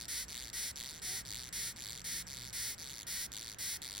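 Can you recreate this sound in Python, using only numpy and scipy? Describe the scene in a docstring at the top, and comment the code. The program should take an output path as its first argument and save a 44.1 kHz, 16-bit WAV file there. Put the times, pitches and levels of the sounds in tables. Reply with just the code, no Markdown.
"""A long-horned beetle, close by, stridulates: about twice a second its nodding thorax drags a scraper
over a ridged file. The quick stroke is a squeak of some 400 slips a second; the slow return sticks and
slips in a rasp of separate clicks. Each ridge struck is an impulse that excites the resonances of the
thorax and wing cases. A hand and a sill reflect the sound. Behind it lies a small, quiet room with soft
air noise, a low hum, a thin hiss and one faint, brief tone."""
import sys
import numpy as np
from scipy import signal
from scipy.fft import rfft, irfft
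from scipy.io import wavfile
from scipy.ndimage import uniform_filter1d

SR = 44100
rng = np.random.default_rng(int(sys.argv[2]) if len(sys.argv) > 2 else 0)


def inscribe(sig):
    """Save sig as 16-bit PCM at rate SR to the path in sys.argv[1].

    A 1-D sig is mono; a 2-D sig holds one channel per row.
    Samples are clipped to [-1, 1] before scaling.
    """
    pcm = np.round(np.clip(np.atleast_2d(sig).T, -1, 1) * 32767)
    wavfile.write(sys.argv[1], SR, pcm.astype(np.int16))


N = 176400

# Noise of the still room. Each row: frequency in Hz, relative spectral density in dB.
AIR_SPECTRUM = [(20, -5), (35, -11), (52, 9), (85, 2), (120, -2), (200, -2.5), (300, -6.5), (600, -12.5),
                (1100, -13), (1650, -9), (2500, -17.5), (5000, -25), (7000, -30.5), (7550, -25.5),
                (8100, -35.5), (15500, -45)]
# Stereo width of that noise. Each row: frequency in Hz, side minus mid level in dB.
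AIR_WIDTH = [(30, -24), (120, -6), (250, -9), (500, 1), (16000, -10)]
# Partials of the hum. Each row: frequency in Hz, level in dB before swell and channel balance.
HUM_PARTIALS = [(54, -75), (115, -68), (172, -71)]
# Slow swell of the hum. Each row: time in seconds, gain in dB.
HUM_SWELL = [(0, -1.5), (.6, -1), (1.3, 5), (2.3, 4.5), (2.9, 0), (4, -1)]
# Sound thrown back by fingers and sill. Each row: frequency in Hz, gain in dB.
SCATTER_GAIN = [(800, -6.5), (1500, -1.5), (2100, -15), (3000, -23.5), (4500, -16), (5800, -13),
                (7300, -3.5), (9000, -19.5), (11000, -14.5), (12800, -14.5), (14500, 3), (15700, -11)]
# Phase between the channels. Each row: frequency in Hz, lead of the left in radians.
CHANNEL_PHASE = [(100, 0), (2000, 0), (5100, -.1), (5900, -1.8), (6800, -3.1), (7700, -5.4), (8500, -6.2),
                 (10000, -6.5), (11900, -9.1), (13500, -9.7), (15400, -12.4)]
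# Balance between the channels. Each row: frequency in Hz, left minus right level in dB.
CHANNEL_BALANCE = [(100, 9), (900, -1), (1450, 3), (1800, -5.5), (2100, -0.5), (16000, 0.5)]
# Response of thorax and wing cases in the return stroke. Each row: frequency in Hz, gain in dB.
RASP_BODY = [(600, -26), (1200, -18), (1600, -11.5), (1950, 3.5), (2650, -7.5), (3400, -4), (4300, -4.5),
             (5000, -5.7), (6000, -1), (7000, -6.5), (8300, -11.0), (9500, -12.5), (10500, -9),
             (11500, -2.5), (13000, -12.5), (14500, -22), (15600, -15.5)]
# Their response in the quick stroke. Each row: frequency in Hz, gain in dB.
SQUEAK_BODY = [(600, -24.5), (1000, -24), (1400, -9), (1700, -12), (1900, 2.2), (2100, -3), (2400, -8),
               (2750, -12.5), (3100, -6), (3500, -3), (4300, 0.5), (4900, -2.5), (5500, 2), (6500, -2.8),
               (8000, -5.5), (9700, -4.0), (11200, 1.2), (13400, -6), (15600, -9)]
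# Course of the squeaks' highest treble. Each row: time in seconds, gain in dB.
TREBLE_GAIN = [(0, -3), (1.6, -1.5), (2.1, -1), (2.6, 2), (3.7, 2)]
# Places at which a stroke's slip rate is given. Each entry: fraction of the stroke.
STROKE_PLACES = [.05, .25, .5, .75, .92]
# Slow return strokes. Each row: start and end in seconds, relative level at the crest in dB, place of
# the crest from 0 to 1, rise in dB, fade in dB, slips per second at each of the five STROKE_PLACES.
RASP_STROKES = [(-0.17, 0.062, -45, 0.65, -1, 4.2, 161.4, 115.4, 119.8, 119.3, 113),
                (0.283, 0.508, -45.5, 0.38, 4, 3.9, 189.1, 119.6, 128.6, 122.1, 104.3),
                (0.759, 0.998, -44.5, 0.29, 2.5, 10, 149.3, 103.2, 140.4, 157, 154.6),
                (1.252, 1.493, -44, 0.38, 5, 7.6, 148.2, 94.7, 125.5, 133.4, 128),
                (1.762, 2.02, -45.5, 0.45, 6, 7, 169.2, 109.3, 111.8, 120.5, 96.2),
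                (2.269, 2.51, -47, 0.35, 2.1, 3.5, 149.1, 129.8, 117.7, 127.6, 138.2),
                (2.781, 3.039, -47.5, 0.15, 2.3, 2.4, 175.6, 125.7, 134.8, 104.7, 97.4),
                (3.319, 3.555, -45.5, 0.14, 1, 5.6, 110.1, 104.2, 126.2, 102.8, 111),
                (3.819, 4.057, -44.5, 0.32, 1, 2.8, 150.2, 104.7, 100.2, 104.7, 138.7)]
# Quick strokes. Each row: the same quantities as in RASP_STROKES.
SQUEAK_STROKES = [(0.082, 0.25, -38.5, 0.56, 3.3, 13.7, 464.7, 411.6, 454, 535, 461),
                  (0.531, 0.717, -38.5, 0.46, 4.4, 8, 391, 390.7, 405.6, 427.5, 396.5),
                  (1.019, 1.221, -38.5, 0.51, 6.4, 12.2, 458.4, 400, 416, 508, 447),
                  (1.527, 1.729, -38.5, 0.51, 3, 16, 429.6, 402, 442, 460.4, 477),
                  (2.043, 2.226, -39, 0.51, 4, 7.7, 459, 419, 455.3, 441, 429.4),
                  (2.529, 2.748, -38.5, 0.55, 4.4, 11.0, 386.3, 352.4, 394.5, 444, 410),
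                  (3.068, 3.266, -39, 0.63, 4.8, 6.1, 477, 389, 362.2, 404, 392.7),
                  (3.586, 3.771, -38.5, 0.54, 5.7, 6.2, 402, 382.7, 401.6, 424.5, 418)]

TIME = np.arange(N) / SR
BIN_HZ = np.arange(N // 2 + 1) * SR / N


def undb(db):
    """Amplitude grows tenfold for every 20 dB."""
    return 10 ** (np.asarray(db) / 20)


def unit(x):
    """Division by the rms gives a signal unit power."""
    return x / np.sqrt(np.mean(x ** 2))


def curve(points):
    """Interpolation on a log frequency axis gives a table's value at every bin."""
    hz, value = np.array(points, float).T
    return np.interp(np.log(BIN_HZ + 1), np.log(hz), value)


def colour(x, points):
    """Zero-phase filtering multiplies the spectrum by a gain curve, given in Hz and dB."""
    return irfft(rfft(x) * undb(curve(points)), N)


def drift(rate_hz):
    """Smoothing random steps gives a slow fluctuation of unit rms."""
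    hold = int(SR / rate_hz)
    steps = np.repeat(rng.standard_normal(N // hold + 1), hold)
    return unit(uniform_filter1d(uniform_filter1d(steps, hold), hold)[:N])


def room_air():
    """Independent side noise, added in opposite polarity, partly decorrelates the channels."""
    mid, side = colour(rng.standard_normal((2, N)), AIR_SPECTRUM)
    return undb(-56.5) * unit(mid + colour(side, AIR_WIDTH) * np.array([[1], [-1]]))


def hum():
    """Random amplitude and frequency modulation makes three low partials waver."""
    swell_db = np.interp(TIME, *np.array(HUM_SWELL).T)
    sound = np.zeros(N)
    for hz, db in HUM_PARTIALS:
        amplitude = np.sqrt(2) * undb(db + swell_db + 1.9 * drift(5.9))
        sound += amplitude * np.sin(2 * np.pi * np.cumsum(hz + 4 * drift(14)) / SR)
    return sound


def brief_tone(hz=375, centre_s=1.12, half_width_s=.06):
    """A Gaussian envelope shapes a faint, wavering fundamental and its octave."""
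    phase = 2 * np.pi * np.cumsum(hz + 8 * drift(29.72)) / SR
    envelope = np.exp(-((TIME - centre_s) / half_width_s) ** 2)
    return envelope * np.sqrt(2) * (undb(-63.5) * np.sin(phase) + undb(-63) * np.sin(2 * phase))


def thin_hiss(hz=7600, width_hz=350, end_s=2.9):
    """Noise confined to a narrow band is heard as a thin, nearly pitched hiss."""
    band = [(hz - width_hz, -45), (hz - width_hz / 2, 0), (hz + width_hz / 2, 0), (hz + width_hz, -45)]
    fade = np.clip((end_s - TIME) * 10, 0, 1)
    return undb(-67.5) * unit(colour(rng.standard_normal((2, N)), band)) * fade


def reflections(x, t60_s, gap_s):
    """Dense reflections act as convolution with exponentially decaying noise, one tail per channel."""
    t = np.arange(SR // 2) / SR
    onset = np.clip(t / gap_s - 1, 0, 1)
    tail = rng.standard_normal((2, len(t))) * undb(-60 * t / t60_s) * onset
    tail /= np.linalg.norm(tail, axis=1, keepdims=True)
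    return signal.fftconvolve(x[None], tail, axes=1)[:, :N]


def stereo_image(x):
    """The two channels differ in phase and level by amounts that depend on frequency."""
    side = np.array([[.5], [-.5]])
    phase = side * curve(CHANNEL_PHASE)
    gain = undb(side * curve(CHANNEL_BALANCE))
    return irfft(rfft(x) * np.exp(1j * phase) * gain, N)


def ticks(times, sizes):
    """A band-limited impulse, here a windowed sinc, can fall between samples."""
    inside = (times > 0) & (times < (N - 10) / SR)
    centre = times[inside, None] * SR
    index = centre.astype(int) + np.arange(-7, 9)
    offset = index - centre
    pulses = np.sinc(offset) * np.cos(np.pi * offset / 16) ** 2 * sizes[inside, None]
    return np.bincount(np.clip(index, 0, N - 1).ravel(), pulses.ravel(), N)


def stick_slip(stroke, arch, stall, jitter, scatter_db):
    """Stick-slip friction gives slips (time, size) as pressure swells and fades; they slow at the end."""
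    start, end, crest_db, crest, rise_db, fade_db, *rates = stroke
    t, slips = start, []
    for timing, strength in rng.standard_normal((160, 2)):
        place = (t - start) / (end - start)
        if place > 1:
            break
        if place < crest:
            drop_db = rise_db * (1 - place / crest) ** arch
        else:
            drop_db = fade_db * ((place - crest) / (1 - crest)) ** arch
        rate = np.interp(place, [*STROKE_PLACES, 1], rates + [rates[-1] * stall])
        amplitude = undb(crest_db - drop_db + scatter_db * strength)
        slips.append((t, amplitude * np.sqrt(SR / rate)))  # power is independent of the slip rate
        t += np.exp(jitter * timing) / rate
    return np.array(slips)


def scrape(slips, ridges_db, ridge_hz, spread, wander, uneven_db, grip):
    """A slip shares its energy among a few ridge impacts; hard slips skip slower and more evenly."""
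    times, sizes = slips.T
    timing, strength = rng.standard_normal((len(times), len(ridges_db), 2)).transpose(2, 0, 1)
    slowing = np.interp(times, TIME, drift(24.94))[:, None]
    lightness = np.clip(np.log(np.quantile(sizes, .9) / sizes), 0, 1)[:, None]
    gaps_s = np.exp(spread * (1 + 2 * lightness) * timing + wander * slowing - grip * lightness) / ridge_hz
    impact_times = times[:, None] + np.cumsum(gaps_s, axis=1) - gaps_s[:, :1]
    shares = undb(np.array(ridges_db) + uneven_db * strength)
    shares /= np.linalg.norm(shares, axis=1, keepdims=True)
    return ticks(impact_times.ravel(), (sizes[:, None] * shares).ravel())


def rubbing(impacts, decay_s):
    """Friction noise follows each impact, its power decaying exponentially."""
    pole = np.exp(-1 / (decay_s * SR))
    power = signal.lfilter([1 - pole], [1, -pole], impacts ** 2 + 1e-18)
    return np.sqrt(power) * rng.standard_normal(N)


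def shell(force, body, lag_s, bend_hz):
    """The shell's resonances ring after each tick; bending waves disperse, so the treble arrives first."""
    cepstrum = irfft(np.log(undb(curve(body))), N)
    ringing = np.exp(rfft(np.r_[cepstrum[0], 2 * cepstrum[1:N // 2]], N))  # minimum phase
    dispersion = np.exp(-2j * np.pi * lag_s * bend_hz * (1 - np.exp(-BIN_HZ / bend_hz)))
    return irfft(rfft(force) * ringing * dispersion, N)


def with_slip_energy(sound, slips):
    """Energy is a sum of squares: the sound is scaled to that of the slips that made it."""
    return sound * np.linalg.norm(slips[:, 1]) / np.linalg.norm(sound)


def rasps():
    """Slow stick-slip is heard as clicks: the scraper sticks, creeps, then jumps several ridges."""
    slips = np.vstack([stick_slip(stroke, arch=1.8, stall=.95, jitter=.07, scatter_db=1.25)
                       for stroke in RASP_STROKES])
    impacts = scrape(slips - [.0005, 0], ridges_db=[-7, 1, .5, -13], ridge_hz=4210,
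                     spread=.079, wander=.033, uneven_db=1.66, grip=.13)
    creep = undb(-15) * rubbing(impacts[::-1], decay_s=.00033)[::-1]  # swells ahead of each impact
    force = impacts + creep + undb(-10.5) * rubbing(impacts, decay_s=.0019)
    return undb(-1.08) * with_slip_energy(shell(force, RASP_BODY, lag_s=.000912, bend_hz=4840), slips)


def squeaks():
    """In the quick strokes a fast, nearly periodic train of ticks fuses into a pitch at the slip rate."""
    slips = np.vstack([stick_slip(stroke, arch=4, stall=.6, jitter=.0502, scatter_db=.5)
                       for stroke in SQUEAK_STROKES])
    impacts = scrape(slips, ridges_db=[0, -16, -20], ridge_hz=4800,
                     spread=.31, wander=.073, uneven_db=2.5, grip=.068)
    force = impacts + undb(-8) * rubbing(impacts, decay_s=.0014)
    sound = with_slip_energy(shell(force, SQUEAK_BODY, lag_s=.001205, bend_hz=4270), slips)
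    thorax_ring = undb(-7) * signal.lfilter(*signal.iirpeak(2050, Q=11, fs=SR), sound)
    treble = colour(sound, [(13800, -40), (14800, 0)])
    treble_gain = undb(np.interp(TIME, *np.array(TREBLE_GAIN).T))
    return undb(-1) * (sound + thorax_ring + treble * (treble_gain - 1))


def scene():
    """Superposition: the beetle's direct sound, its reflections and the room's background add."""
    squeak, rasp = squeaks(), rasps()
    beetle = squeak + rasp
    hand = reflections(undb(-14) * squeak + undb(-17.5) * rasp, t60_s=.036, gap_s=.00055)[0]
    sill = colour(reflections(squeak + undb(4) * rasp, t60_s=.012, gap_s=.00041), SCATTER_GAIN)
    room = undb(-17) * reflections(beetle, t60_s=.12, gap_s=.0027)
    air_balance, hum_balance = undb([[-.9], [.9]]), undb([[-2.2], [1.8]])  # left, right
    background = room_air() * air_balance + hum() * hum_balance + brief_tone() * air_balance + thin_hiss()
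    return stereo_image(beetle + hand) + sill + room + background


def record(dry):
    """An elliptic low-pass filter cuts the treble steeply above 15950 Hz."""
    return signal.sosfilt(signal.ellip(10, .2, 70, 15950, fs=SR, output="sos"), dry)


dry = scene()
out = record(dry)
inscribe(out)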